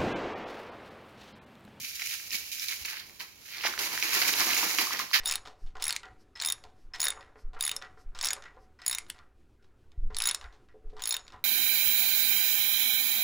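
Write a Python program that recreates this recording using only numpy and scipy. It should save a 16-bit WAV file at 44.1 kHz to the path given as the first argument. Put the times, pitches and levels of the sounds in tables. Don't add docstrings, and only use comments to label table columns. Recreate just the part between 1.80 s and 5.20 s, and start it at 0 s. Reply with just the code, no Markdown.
import sys
import numpy as np
from scipy import signal
from scipy.fft import rfft, irfft, next_fast_len
from scipy.io import wavfile
from scipy.ndimage import map_coordinates

SR = 44100
rng = np.random.default_rng(int(sys.argv[2]) if len(sys.argv) > 2 else 0)


def how_loud(loudness_db):
    steps = np.asarray(loudness_db, float) / 20
    return 10 ** steps


def output_pcm(signal):
    pcm = np.clip(np.atleast_2d(signal).T, -1, 1) * 32767
    wavfile.write(sys.argv[1], SR, np.round(pcm).astype(np.int16))


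N = 149940

# pitch_hz, level_db
AIR_COLOUR = [(20, -11.5), (75, 5), (160, -1), (400, -6), (700, -9.5), (1500, -14), (5000, -42),
              (16000, -53)]
# pitch_hz, time to fall 60 dB_s
ROOM_DECAY = [(200, 0.36), (2000, 0.44), (12000, 0.41)]
# peak_s, peak_db, pitch_hz,
# length_cycles
THUMPS = [(.012, -48, 130, 3), (1.022, -46, 72, 3), (.222, -47, 800, 6), (.55, -48, 210, 4),
          (.035, -52, 250, 8), (.546, -47, 520, 2), (1.868, -42, 370, 5), (2.993, -35, 320, 7),
          (2.835, -40, 300, 8), (2.865, -43, 210, 4), (3.03, -41, 260, 5), (2.8, -52, 70, 3),
          (1.406, -46, 1000, 8), (2.25, -44, 330, 6)]
# time_s, pull_db, freed flap_db
PULL = [(0, -48, -23), (.3, -45.5, -26), (.47, -49.5, -14), (.69, -51.5, -15), (.78, -45, -28),
        (1.02, -49, -9.5), (1.2, -71, -15), (1.26, -60, -4), (1.58, -62.5, -5), (1.68, -54.5, -18),
        (1.96, -49.5, 1), (2.2, -41, -6.5), (2.45, -37.5, -4), (2.86, -35, -2), (3.08, -41.5, -5.5),
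        (3.3, -55, 0.5), (3.335, -48, -25), (3.37, -41.5, -17)]
# start_s, length_s, buckling_db, hiss_db
SPURTS = [(0.039, 0.011, -41.5, -43), (0.139, 0.024, -49, -43.5), (0.248, 0.017, -47, -40),
          (0.282, 0.063, -41, -42.5), (0.5, 0.063, -41.5, -37.5), (0.898, 0.026, -37, -41),
          (1.054, 0.056, -39.5, -44.5), (1.107, .09, -40.5, -55), (1.392, 0.02, -38, -44.5),
          (1.64, 0.25, -41, -75), (1.822, 0.058, -35.5, -41.5), (2.095, 0.064, -37, -46),
          (2.293, 0.088, -29.5, -36.5), (2.44, 0.015, -34, -59), (2.47, 0.022, -28, -31),
          (2.559, 0.055, -28.5, -34), (2.677, 0.048, -29.5, -37.5), (3.19, 0.026, -40, -55),
          (2.998, 0.03, -31, -38.5), (3.078, 0.089, -37.5, -59), (3.33, 0.022, -17.5, -37)]
JOLT_STARTS = [.192, .716, .818, .882, 1.048, 1.988, 2.225, 2.416, 2.765, 2.985, 3.19]
# length_s, buckling_db, hiss_db
JOLTS = [(0.029, -41.5, -45), (0.014, -58, -37.5), (0.017, -39, -38), (0.013, -41, -40.5),
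         (0.0078, -40.5, -42), (0.087, -37.5, -38), (0.052, -32.5, -42), (0.0041, -25.5, -52),
         (.03, -36.5, -37.5), (0.007, -26, -40), (0.003, -33, -36)]
# start_s, length_s, level_db
SLACK = [
    (1.095, 0.055, -49.5),
    (1.4, 0.035, -55),
    (2.7, 0.057, -52),
    (2.81, 0.042, -48),
    (3.06, 0.061, -47),
    (3.176, 0.033, -41.5),
    (3.344, 0.016, -31.5),
]
# pitch_hz, level_db
SLACK_COLOUR = [(400, -24), (800, -7), (1150, 0), (1700, -3), (2600, -20)]
# pitch_hz, level_db
FLAP_COLOUR = [(70, -19.5), (150, -13), (330, 0.5), (600, -5.5), (1000, 3.5), (1450, -1.5), (2200, 3.5),
               (5000, -45)]
# pitch_hz, level_db
BUCKLE_COLOUR = [(500, -58.5), (1300, -9.5), (1750, -1), (2300, 0.5), (3200, -5.5), (4800, -3.5),
                 (7000, -17.5), (14000, -20)]
# pitch_hz, level_db
GLUE_COLOUR = [(400, -16), (1200, -46), (2300, 9), (3300, 3), (5500, 4), (7000, 3), (12000, -1.5),
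               (16000, -3.5)]
# peak_s, peak_db, pitch_hz, length_cycles
SNAPS = [(.0492, -30, 2460, 5), (.1958, -30, 2300, 5), (.1990, -31, 2500, 5), (.2204, -23, 2300, 6),
         (.2631, -30, 2200, 4), (.2725, -31, 2400, 4), (.3123, -26, 2450, 3), (.5071, -27, 5400, 6),
         (.5171, -27, 2600, 6), (.5325, -27, 4300, 9), (.5455, -29, 2300, 6), (.5490, -27, 2300, 6),
         (.5548, -26, 5300, 12), (.7973, -28, 5350, 6), (.8836, -30, 6100, 5), (.8857, -28, 4050, 7),
         (.9095, -29, 2400, 6), (.9250, -28, 2300, 5), (.9320, -29, 2400, 5), (1.0502, -28, 4500, 7),
         (1.0539, -29, 2450, 5), (1.2967, -43, 2090, 5), (1.7489, -32, 2150, 5), (1.7688, -31, 2220, 5),
         (1.7836, -32, 4670, 6), (1.8282, -28, 2450, 3), (1.9266, -27, 2330, 3), (1.9382, -27, 1490, 4),
         (1.9781, -22, 1900, 2.5), (1.9912, -25, 4300, 4), (1.4058, -32, 2100, 6), (1.4064, -37, 4200, 6),
         (1.8099, -29, 2650, 3), (1.8122, -29, 2690, 3),
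         (2.1770, -21, 1800, 3), (2.2259, -21, 3600, 3), (2.2268, -17, 2400, 7),
                (2.3335, -22, 2400, 5), (2.4177, -17, 4700, 4), (2.4182, -21, 1900, 3),
                (2.4349, -18.5, 2700, 3.5), (2.4529, -22, 2260, 6), (2.5061, -21, 6500, 8),
                (2.5382, -18, 4200, 4), (2.5395, -23, 3000, 4), (2.6060, -17, 5550, 9),
                (2.7055, -22, 2100, 6), (2.7334, -19, 2820, 7), (2.7550, -23, 5000, 8),
                (2.7675, -22, 2200, 5), (2.7765, -21, 6900, 12), (2.8305, -24, 1000, 4),
                (2.9115, -23, 4570, 4), (2.9863, -15, 2250, 3), (2.9885, -25, 1150, 6),
                (3.0720, -28, 1150, 7), (3.1090, -28, 1120, 4), (3.1200, -28, 2000, 5),
                (3.1329, -25, 5800, 6), (3.1490, -27, 2000, 6), (3.1715, -28, 4700, 6),
                (3.1922, -23, 1900, 3), (3.1935, -23, 5700, 8), (3.2000, -27, 1150, 7),
                (3.3072, -34, 4260, 5), (3.3139, -34, 1140, 4), (3.3145, -35, 4400, 8)]
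# pitch_hz, level_db
SNAP_EDGE = [(300, -25), (900, -18), (2000, 6), (6000, 8), (9000, -58), (16000, -44)]
# pitch_hz, level_db
PORT_COLOUR = [(3000, -2.5), (3550, 2.5), (4100, 0), (6900, 1), (8000, -11), (8800, -6), (12500, 2.5),
               (15700, -1.5)]
# pitch_hz, level_db
LEFT_OVER_RIGHT = [(60, -1.5), (130, 2.5), (290, 2), (640, 1.5), (1410, -4), (3100, -5), (6820, -1.5),
                   (15000, -9)]

LAG_S, LAG_SPREAD_S = .0001, .00006
SNAP_LAG_S = .00004
RELEASE_S = 0.13


def unit(x):
    return x / np.sqrt(np.mean(x ** 2) + 1e-20)


def along(points, hz):
    f, v = np.transpose(points)
    return np.interp(np.log(hz + 1), np.log(f + 1), v)


def wobble(rate_hz):
    return map_coordinates(rng.standard_normal(4000), [np.arange(N) * min(rate_hz, 1000) / SR])


def coloured(x, points):
    log_gain = np.log(how_loud(along(points, np.fft.rfftfreq(4096, 1 / SR))))
    cepstrum = irfft(log_gain)
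    cepstrum[1:2048] *= 2
    cepstrum[2049:] = 0
    response = irfft(np.exp(rfft(cepstrum)))
    return signal.fftconvolve(x, response[None], axes=1)[:, :N]


def slips(count, scatter_db, smear):
    at, place, sign, luck = rng.random((4, count))
    spread = LAG_SPREAD_S * np.sqrt(12) * (place - .5)
    half_lag = (LAG_S + spread) * SR / 2
    size_db = np.minimum(-scatter_db * np.log(luck + 1e-9), 4.0 * scatter_db)
    size = np.sign(sign - .5) * how_loud(size_db)
    pair = []
    for side in (1, -1):
        sample = np.clip(at * N + side * half_lag, 0, N - 1).astype(int)
        pair.append(np.bincount(sample, size, N))
    return unit(unit(np.array(pair)) + smear * rng.standard_normal((2, N)))


def rings(rows, crack):
    edge_s, sag = .012, 0.083
    out = np.zeros((2, N + SR))
    t = np.arange(SR // 8) / SR
    for peak_s, db, hz, cycles in rows:
        burst = how_loud(-60 * t / edge_s) * rng.standard_normal(len(t))
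        edge = coloured(np.pad(burst[None], ((0, 0), (20, 0))), SNAP_EDGE)[0]
        lag_s = np.clip(rng.normal(SNAP_LAG_S, LAG_SPREAD_S / 2), -9 / SR, 9 / SR)
        swell_s = cycles / hz / 3
        start = max(round((peak_s - swell_s) * SR) - 10, 0)
        for port, late_s in enumerate([lag_s, 0]):
            since = np.maximum(t - 10 / SR - late_s, 0)
            u = since / swell_s
            swell = (np.e * u * np.exp(-u)) ** 2
            ring = swell * np.sin(2 * np.pi * hz * since * (1 + sag * (1 - u / 2) / 2))
            late_edge = edge[10 - round(late_s * SR):][:len(t)]
            out[port, start:][:len(t)] += how_loud(db) * (ring + crack * late_edge)
    return out[:, :N]


def air():
    shared, left, right = rng.standard_normal((3, N))
    sway_db = 2.5 * wobble(7)
    return how_loud(-63 + sway_db) * unit(coloured(np.array([left, right]) + shared, AIR_COLOUR))


def room(x):
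    hop = SR // 5
    out = np.zeros((2, N + 2 * SR))
    fade = np.hanning(2 * hop + 1)[:-1]
    x = np.pad(x, ((0, 0), (hop, 2 * hop)))
    for at in range(0, N + hop, hop):
        hz, t, z = signal.stft(rng.standard_normal((2, SR // 3)), SR, nperseg=256)
        alike = np.exp(-hz / 1220)[:, None]
        z = np.array([z[0], alike * z[0] + np.sqrt(1 - alike ** 2) * z[1]])
        decay = how_loud(-60 * t / along(ROOM_DECAY, hz)[:, None])
        tail = signal.istft(z * decay, SR, nperseg=256)[1]
        tail = tail / np.linalg.norm(tail[0])
        wet = signal.fftconvolve(x[:, at:at + 2 * hop] * fade, tail, axes=1)
        out[:, at + 150:][:, :wet.shape[1]] += wet
    return out[:, hop:hop + N]


def sheet_thumps():
    return rings(THUMPS, crack=0)


def effort():
    t = np.arange(N) / SR
    time_s, pull_db, flap_db = np.transpose(PULL)
    pull = how_loud(np.interp(t, time_s, pull_db))
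    jolts = [(start_s, *row) for start_s, row in zip(JOLT_STARTS, JOLTS)]
    start, length, buckle_db, hiss_db = np.transpose(SPURTS + jolts)[..., None]
    is_spurt = np.arange(len(start))[:, None] < len(SPURTS)
    rise_s = np.where(is_spurt, .5 * length, .0015)
    release = how_loud(-60 * np.maximum(t - start - length, 0) / RELEASE_S)
    shape = np.clip((t - start) / rise_s, 0, 1) * release
    hiss = np.sqrt((how_loud(6.5) * pull) ** 2 + ((how_loud(hiss_db + 5.0) * shape) ** 2).sum(0))
    buckle = np.sqrt((how_loud(-4.0) * pull) ** 2 + ((how_loud(buckle_db) * shape) ** 2).sum(0))
    flap = how_loud(np.interp(t, time_s, flap_db)) * np.hypot(pull, 0.85 * buckle)
    return hiss, buckle, flap


def slack_rasp():
    start, length, db = np.transpose(SLACK)[..., None]
    t = np.arange(N) / SR
    rise = np.clip((t - start) / (0.52 * length), 0, 1)
    shape = rise * how_loud(db - 60 * np.maximum(t - start - length, 0) / RELEASE_S)
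    rasp = unit(coloured(slips(count=3000, scatter_db=2.5, smear=0.1), SLACK_COLOUR))
    return shape.sum(0) * how_loud(3.2 * wobble(90)) * rasp


def flap_rustle(flap, jerk):
    rustle = unit(coloured(slips(count=3000, scatter_db=1.5, smear=0.36), FLAP_COLOUR))
    return flap * how_loud(1.2 * jerk + 2.2 * wobble(40)) * rustle


def buckling(buckle, jerk):
    wide_colour = BUCKLE_COLOUR[:5] + [(5000, -30)]
    fine_colour = [(2000, -30)] + BUCKLE_COLOUR[4:]
    wide = unit(coloured(slips(count=3500, scatter_db=3.3, smear=.25), wide_colour))
    wide = how_loud(2.5 * wobble(110)) * wide
    fine = unit(coloured(slips(count=7000, scatter_db=3.5, smear=.25), fine_colour))
    fine = how_loud(2.5 * wobble(140)) * fine
    rip = unit(coloured(slips(count=30000, scatter_db=3.5, smear=.25), BUCKLE_COLOUR))
    dense = np.clip(buckle / how_loud(-24), 0, 1)
    crackle = how_loud(0.9 * jerk) * (0.8 * wide + 0.55 * fine)
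    return buckle * (np.sqrt(1 - dense) * crackle + np.sqrt(dense) * rip)


def glue_hiss(hiss, jerk):
    glue = unit(coloured(slips(count=40000, scatter_db=5.0, smear=0.55), GLUE_COLOUR))
    return hiss * how_loud(1.54 * jerk + 0.46 * wobble(200)) * glue


def chatter(count):
    start_s, first_gap_s, gap_grows_s = 1.8365, .00195, .0001
    k = np.arange(count)
    luck = rng.standard_normal((count, 3))
    peak_s = start_s + first_gap_s * k + gap_grows_s * k * (k - 1) / 2 + .0001 * luck[:, 0]
    db = np.linspace(-25, -17, count) + 0.5 * luck[:, 1]
    hz = 2200 * (1 + 0.16 * luck[:, 2])
    return list(zip(peak_s, db, hz, np.full(count, 2.2)))


def film_snaps():
    return how_loud(3.0) * rings(SNAPS + chatter(count=15), crack=.3)


def film():
    hiss, buckle, flap = effort()
    jerk = wobble(70)
    loose = slack_rasp() + flap_rustle(flap, jerk)
    return loose + buckling(buckle, jerk) + glue_hiss(hiss, jerk) + film_snaps()


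def scene():
    near = film()
    return air() + how_loud(-5.5) * room(near) + sheet_thumps() + near


def roll_off(x):
    return signal.sosfilt(signal.butter(12, 16980, fs=SR, output="sos"), x)


def record(dry):
    size = next_fast_len(N + 8192)
    hz = np.fft.rfftfreq(size, 1 / SR)
    tilt_db = along(LEFT_OVER_RIGHT, hz) / 2
    dip = 1 - .5 * np.exp(-((hz - 3500) / 280) ** 2)
    spectrum = rfft(coloured(dry, PORT_COLOUR), size)
    spectrum = spectrum * how_loud([tilt_db, -tilt_db]) * dip * (hz < 15850)
    mix = irfft(spectrum, size)[:, :N]
    return roll_off(mix)


dry = scene()
out = record(dry)
output_pcm(out)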